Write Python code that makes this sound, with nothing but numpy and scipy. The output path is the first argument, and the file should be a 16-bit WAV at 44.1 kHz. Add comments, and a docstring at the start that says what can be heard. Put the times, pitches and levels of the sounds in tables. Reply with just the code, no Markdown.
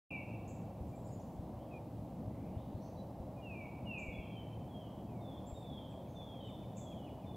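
"""At the edge of a wood, a near songbird whistles long falling slurs and a farther one answers higher.
Small birds add thin chips, lisps and ticks; husky calls and a run of quick strokes come from far off.
Each note is a frequency-modulated tone, which scattering by the trunks gives a reverberant tail.
Beneath lie soft bumps on a hand-held microphone, rumbling wind, a distant rush of wind and traffic,
a faint engine drone and a thin hiss."""
import sys
import numpy as np
from scipy import signal
from scipy.fft import rfft, irfft, next_fast_len
from scipy.io import wavfile
from scipy.ndimage import map_coordinates

SR = 44100
rng = np.random.default_rng(int(sys.argv[2]) if len(sys.argv) > 2 else 0)


def dump(signal):
    """Clip the signal to [-1, 1] and save it as 16-bit WAV at the path in sys.argv[1]."""
    limited = np.clip(np.atleast_2d(signal).T, -1, 1)
    pcm = np.round(limited * 32767).astype(np.int16)
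    wavfile.write(sys.argv[1], SR, pcm)


N = 324576
LEAD = SR // 4  # samples of song before time zero


# Contour of one slur. Each row: time from its start in seconds, pitch in Hz, relative level in dB.
SLUR_CONTOUR = [(0, 2910, -24), (.022, 2845, -8), (.058, 2720, -1), (.09, 2580, -1), (.12, 2465, -2),
                (.155, 2375, -3.5), (.205, 2290, -4.5), (.25, 2245, -10), (.29, 2215, -21)]
# The slurs. Each row: start in seconds, level in dB, change over the slur in dB, relative echo in dB.
NEAR_SLURS = [(-.025, -40, -7, -5.5), (3.413, -52.5, 4.5, -4.5), (3.853, -44.5, -3, -1)]

def near_bird(track):
    """Frequency modulation: a loud whistle falls quickly in pitch, then levels out."""
    times, pitches, contour_db = np.transpose(SLUR_CONTOUR)
    t = np.arange(int(times[-1] * SR)) / SR
    for start, level_db, change_db, echo_db in NEAR_SLURS:
        gain = amp(level_db + np.interp(t, times, contour_db) + change_db * t / times[-1])
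        slur = whistle(np.interp(t, times, pitches), gain)
        add(track, start, among_trees(slur, echo_db, spread=.14) * amp([[-.4], [.4]]))


# Falling whistles. Each row: start and length in seconds, first and last pitch in Hz, level in dB.
ANSWER_WHISTLES = [(4.1, .19, 3520, 3030, -66.5), (4.294, 0.15, 3310, 2905, -63.5),
                   (4.659, 0.25, 3443, 2830, -65), (5.192, 0.23, 3660, 3110, -66),
                   (5.526, 0.15, 3710, 3437, -65), (5.615, .27, 3594, 3035, -60.5),
                   (6.138, 0.12, 3605, 3295, -60.5), (6.239, .28, 3372, 2860, -61.5),
                   (6.38, 0.27, 3753, 3310, -65), (6.751, 0.36, 3704, 2616, -66.5),
                   (7.25, 0.13, 3550, 3360, -65.5)]

def answering_bird(track, arch_hz=46, meander_hz=22.1, uneven_db=1.5):
    """Near the critical distance, these arched, falling whistles are about as strong as their echo."""
    for start, length, first, last, db in ANSWER_WHISTLES:
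        u = np.linspace(0, 1, int(length * SR))
        hz = first + (last - first) * u + arch_hz * np.sin(np.pi * u) + meander_hz * wobble(24.94, len(u))
        gain = amp(db - 3.5 * u ** 2 + uneven_db * wobble(19.5, len(u))) * signal.windows.tukey(len(u), .5)
        note = whistle(hz, gain, waver=.0062, flutter_db=1.5)
        add(track, start, among_trees(note, echo_db=1, spread=.17))


# Notes from around the wood. Each row: start and length in seconds, first, middle and last pitch in Hz,
# level in dB, relative echo in dB.
SOFT_NOTES = [(0.917, 0.055, 2430, 2390, 2450, -68, -8), (1.703, 0.048, 2630, 2530, 2300, -61, -19),
              (1.721, 0.077, 2530, 2450, 2340, -57.5, -24), (2.955, 0.086, 3830, 3930, 3900, -69.5, -5),
              (3.356, 0.079, 2490, 2440, 2400, -65.5, -5), (5.044, .22, 2780, 2340, 2030, -73, -10)]

def soft_notes(track):
    """Short, nearly pure glides whose direct sound outweighs the scattered sound."""
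    for start, length, *pitches, db, echo_db in SOFT_NOTES:
        note = glide(length, pitches, db, rough=.009, taper=.69)
        add(track, start, among_trees(note, echo_db, spread=.15))


# Rising chips. Each row: start and length in seconds, top pitch in Hz, level in dB, relative pitch jitter.
RISING_CHIPS = [(.95, .028, 7530, -72, 0.03), (1.04, 0.048, 7450, -71, 0.06),
                (1.112, 0.047, 7060, -68.5, .035), (1.19, .04, 6980, -74.5, 0.09),
                (5.458, 0.059, 7560, -65, 0.01), (5.577, .046, 8650, -80, 0.05)]
# Falling lisps. Each row: start and length in seconds, first pitch in Hz, level in dB.
FALLING_LISPS = [(0.87, 0.037, 8000, -82), (1.075, 0.0245, 5530, -77), (1.321, .04, 7900, -81),
                 (5.898, .02, 8100, -78.5), (6.079, 0.037, 7070, -78), (6.14, .04, 6800, -79),
                 (6.446, 0.037, 8000, -81), (6.754, .022, 7600, -74)]
# Sharp upward ticks. 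Each row: start in seconds, level in dB.
SHARP_TICKS = [(0.476, -63.5), (3.982, -65), (6.768, -57)]

def small_birds(track, lisp_drop=.13, tick_hz=(5460, 7190, 7920), reflection_s=.013):
    """Scattered sound dominates these thin, high sweeps; each tick also reflects off a near tree."""
    for start, length, top_hz, db, rough in RISING_CHIPS:
        pitches = top_hz * (1 - np.array([.086, .0074, 0]))  # flicks upward and levels off
        chip = glide(length, pitches, db, rough, taper=.55)
        add(track, start, among_trees(chip, echo_db=2, spread=.19))
    for start, length, hz, db in FALLING_LISPS:
        lisp = glide(length, hz * (1 - lisp_drop * np.linspace(0, 1, 3)), db, rough=.048, taper=.44)
        add(track, start, among_trees(lisp, echo_db=3, spread=.18))
    for start, db in SHARP_TICKS:
        tick = glide(.0087, tick_hz, db, rough=.0049, taper=.62)
        add(track, start, among_trees(tick, echo_db=8, spread=.16))
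        add(track, start + reflection_s, among_trees(tick, echo_db=3, spread=.14))


# Calls from deep in the wood. Each row: start and length in seconds, first pitch in Hz, level in dB.
HUSKY_CALLS = [(1.347, .08, 3150, -83), (1.537, .13, 2630, -82), (2.278, 0.24, 1945, -79.5),
               (2.488, .15, 2580, -79.5), (2.565, 0.071, 3170, -78), (2.7, .22, 3770, -83),
               (2.803, 0.078, 5130, -75.5)]

def distant_calls(track, rise=.31):
    """Random frequency modulation widens each rising tone into a husky band, blurred by the trees."""
    for start, length, hz, db in HUSKY_CALLS:
        call = glide(length, hz * (1 + rise * np.linspace(0, 1, 3)), db, rough=.0404, taper=.47)
        add(track, start, among_trees(call, echo_db=4.5, spread=.19))


def stroke_run(track, start=5.496, gap_s=.14, slowing_s=.004, steady_strokes=6.6):
    """A far bird's pulse train of downward sweeps keeps a beat, then slows, growing a little louder."""
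    for k in range(13):
        db = -76 + .55 * k + rng.normal(0, 1)
        stroke = glide(.0344, (2750, 2440, 2160), db, rough=.02, taper=.5)
        add(track, start, among_trees(stroke, echo_db=-6.5, spread=.11))
        start += gap_s + slowing_s * max(0, k - steady_strokes)


def whistle(hz, gain, waver=.0076, flutter_db=1.3):
    """Phase is the integral of frequency; slight random modulation makes pitch and strength tremble."""
    phase = 2 * np.pi * np.cumsum(hz * (1 + waver * wobble(68.7, len(hz)))) / SR
    return gain * amp(flutter_db * wobble(50, len(hz))) * np.sin(phase)


def glide(length, pitches, db, rough, taper):
    """A tapered tone follows a parabola through three pitches; fast jitter adds husky sidebands."""
    u = np.linspace(0, 1, max(64, int(length * SR)))
    bend_hz = np.polyval(np.polyfit([0, .5, 1], pitches, 2), u)
    hz = bend_hz * (1 + rough * wobble(257.6, len(u)))
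    return whistle(hz, amp(db) * signal.windows.tukey(len(u), taper), waver=.0043, flutter_db=1.5)


# Reverberation of the wood. Each row: frequency in Hz, time to decay by 60 dB in seconds.
WOOD_T60 = [(2300, 1.1), (2850, 1.3), (3100, 0.76), (3600, 1.36), (7000, 0.47)]

def among_trees(note, echo_db, spread, build_s=.0037):
    """Multiple scattering by the trunks adds an exponentially decaying tail; high treble dies first."""
    hz, t, spectra = signal.stft(rng.standard_normal((2, SR)), SR, nperseg=256)
    t60 = along(WOOD_T60, hz)[:, None]
    envelope = amp(-60 * t / t60) * (1 - np.exp(-t / build_s)) / np.sqrt(t60)
    mid, side = signal.istft(spectra * envelope, SR, nperseg=256)[1]
    paths = np.array([mid + spread * side, mid - spread * side]) * amp(echo_db) / np.linalg.norm(mid)
    paths[:, 0] += 1  # the direct path
    return signal.fftconvolve(note[None], paths, axes=1)


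# Soft bumps on the microphone. Each row: time in seconds, envelope peak in dB, frequency in Hz.
HANDLING_BUMPS = [(0.818, -40, 74), (1.396, -37.5, 90.5), (2.279, -37, 106), (2.572, -33.5, 104),
                  (2.749, -31.5, 102), (3.206, -39, 68.4), (4.088, -36.5, 65), (4.192, -39, 58.4),
                  (5.53, -38, 69.4)]

def handling_bumps(track, rise_s=.0053):
    """Each bump is a heavily damped low oscillation, slightly stronger on the left."""
    t = np.arange(SR // 6) / SR
    swell = t / rise_s * np.exp(1 - t / rise_s)
    for time, db, hz in HANDLING_BUMPS:
        add(track, time - .006, amp([[db + 1], [db - 1]]) * swell * np.sin(2 * np.pi * hz * t))


# Strength of the wind. Each row: time in seconds, reference level in dB.
GUSTS = [(0.15, -48), (0.65, -46), (0.75, -51), (0.81, -45), (1.01, -50), (1.47, -44.5), (1.64, -48.5),
         (2.4, -44), (3.18, -48), (7.36, -48)]
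# Spectra of the rumble, the far rush and the eddies. Each row: frequency in Hz, relative density in dB.
RUMBLE_SPECTRUM = [(18, -39), (26, -27), (38, -22), (65, -2.5), (95, -2.5), (112, 1), (150, -2.5),
                   (190, -.5), (230, -4.5), (300, -6), (420, -17), (700, -49), (1500, -79)]
RUSH_SPECTRUM = [(150, -9), (380, -8.5), (520, 0), (650, 0), (820, -4), (1050, -12.5), (1300, -23.5),
                 (1700, -35), (3000, -59), (8000, -73)]
EDDY_SPECTRUM = [(18, -28), (32, -13), (55, 5.5), (80, 9), (120, 1), (200, -5), (500, -29.5)]

def wind_and_traffic(rush_db=-53.5, rush_coupling=.058):
    """Gusts modulate the amplitude of a low rumble, of eddies at the microphone and, weakly, a far rush."""
    wind_db = np.interp(np.arange(N) / SR, *np.transpose(GUSTS))
    rumble = amp(wind_db - .85 + 1.12 * wobble(10, N)) * noise(RUMBLE_SPECTRUM)
    swing_db = rush_coupling * (wind_db - wind_db.mean())
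    rush = amp(rush_db + swing_db + .43 * wobble(7.7, N)) * noise(RUSH_SPECTRUM)
    # Wind brushes each port on its own, so left and right are uncorrelated.
    eddies = unit(filtered(rng.standard_normal((2, N)), lambda hz: amp(along(EDDY_SPECTRUM, hz))))
    buffet = amp(wind_db - 28.5 + 6.1 * np.array([wobble(9.4, N), wobble(3.41, N)])) * eddies
    return rumble * amp([[.25], [-.25]]) + buffet + rush * amp([[-.15], [.15]])


def engine_drone(hz=112.55, db=-58, wander=.0246):
    """A far engine hums as one low tone, randomly modulated in pitch and strength, alike on both sides."""
    phase = 2 * np.pi * np.cumsum(hz * (1 + wander * wobble(12, N))) / SR
    return amp(db) * unit(amp(5.6 * wobble(6, N)) * np.sin(phase))


# Spectrum of the hiss. Each row: frequency in Hz, relative density in dB.
HISS_SPECTRUM = [(300, -9.5), (1800, 10), (3000, 8), (4500, 3.5), (6000, 1.5), (8500, 0.5), (12000, 1.5),
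                 (15500, 2)]

def hiss(db=-73):
    """Stationary broadband noise forms a faint floor."""
    return amp(db) * noise(HISS_SPECTRUM)


# Likeness of the two channels. Each row: frequency in Hz, left-right correlation coefficient.
STEREO_CORRELATION = [(40, 1), (90, 1), (250, 1), (700, .98), (1500, 0.89), (4000, 0.95), (9000, 0.57),
                      (15000, 0.82)]

def noise(spectrum):
    """Partially coherent stereo noise of rms 1, nearly mono in the bass."""
    def response(hz):
        angle = np.arccos(np.clip(along(STEREO_CORRELATION, hz), -1, 1)) / 2
        return amp(along(spectrum, hz)) * [np.cos(angle), np.sin(angle)]
    mid, side = filtered(rng.standard_normal((2, N)), response)
    return unit(np.array([mid + side, mid - side]))


def amp(db):
    """Amplitude ratio of a level in decibels."""
    return 10 ** (np.asarray(db) / 20)


def unit(x):
    """Normalisation to rms 1."""
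    return x / np.sqrt(np.mean(x ** 2) + 1e-20)


def along(points, hz):
    """Interpolation of (Hz, value) points on a logarithmic frequency axis."""
    frequencies, values = np.transpose(points)
    return np.interp(np.log(hz + 1), np.log(frequencies + 1), values)


def wobble(rate, size):
    """Smooth random modulation: a spline through `rate` Gaussian knots a second."""
    knots = np.random.default_rng(rng.integers(2 ** 31)).standard_normal(int(size * rate / SR) + 4)
    return map_coordinates(knots, [np.arange(size) * rate / SR])


def filtered(x, response):
    """Linear filtering: the spectrum is multiplied by a frequency response."""
    size = next_fast_len(N + SR // 2)
    return irfft(rfft(x, size) * response(np.fft.rfftfreq(size, 1 / SR)), size)[..., :N]


def add(track, start, sound):
    """Superposition of a stereo sound on the track, from `start` seconds."""
    part = track[:, max(0, LEAD + round(start * SR)):][:, :sound.shape[-1]]
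    part += sound[..., :part.shape[1]]


def scene():
    """Sound pressures add: birds and bumps over the moving air and the engine."""
    track = np.zeros((2, LEAD + N))
    near_bird(track)
    answering_bird(track)
    soft_notes(track)
    distant_calls(track)
    stroke_run(track)
    small_birds(track)
    handling_bumps(track)
    return track[:, LEAD:] + wind_and_traffic() + hiss() + engine_drone()


def record(dry, open_s=.105, low_cut_hz=28, top_hz=15750):
    """The microphone opens after a moment and acts as a band-pass, shedding deep bass and top treble."""
    opened = np.clip((np.arange(N) / SR - open_s) / .004, 0, 1)
    return filtered(dry * opened, lambda hz: hz ** 2 / np.hypot(hz ** 2, low_cut_hz ** 2) * (hz < top_hz))


dry = scene()
out = record(dry)
dump(out)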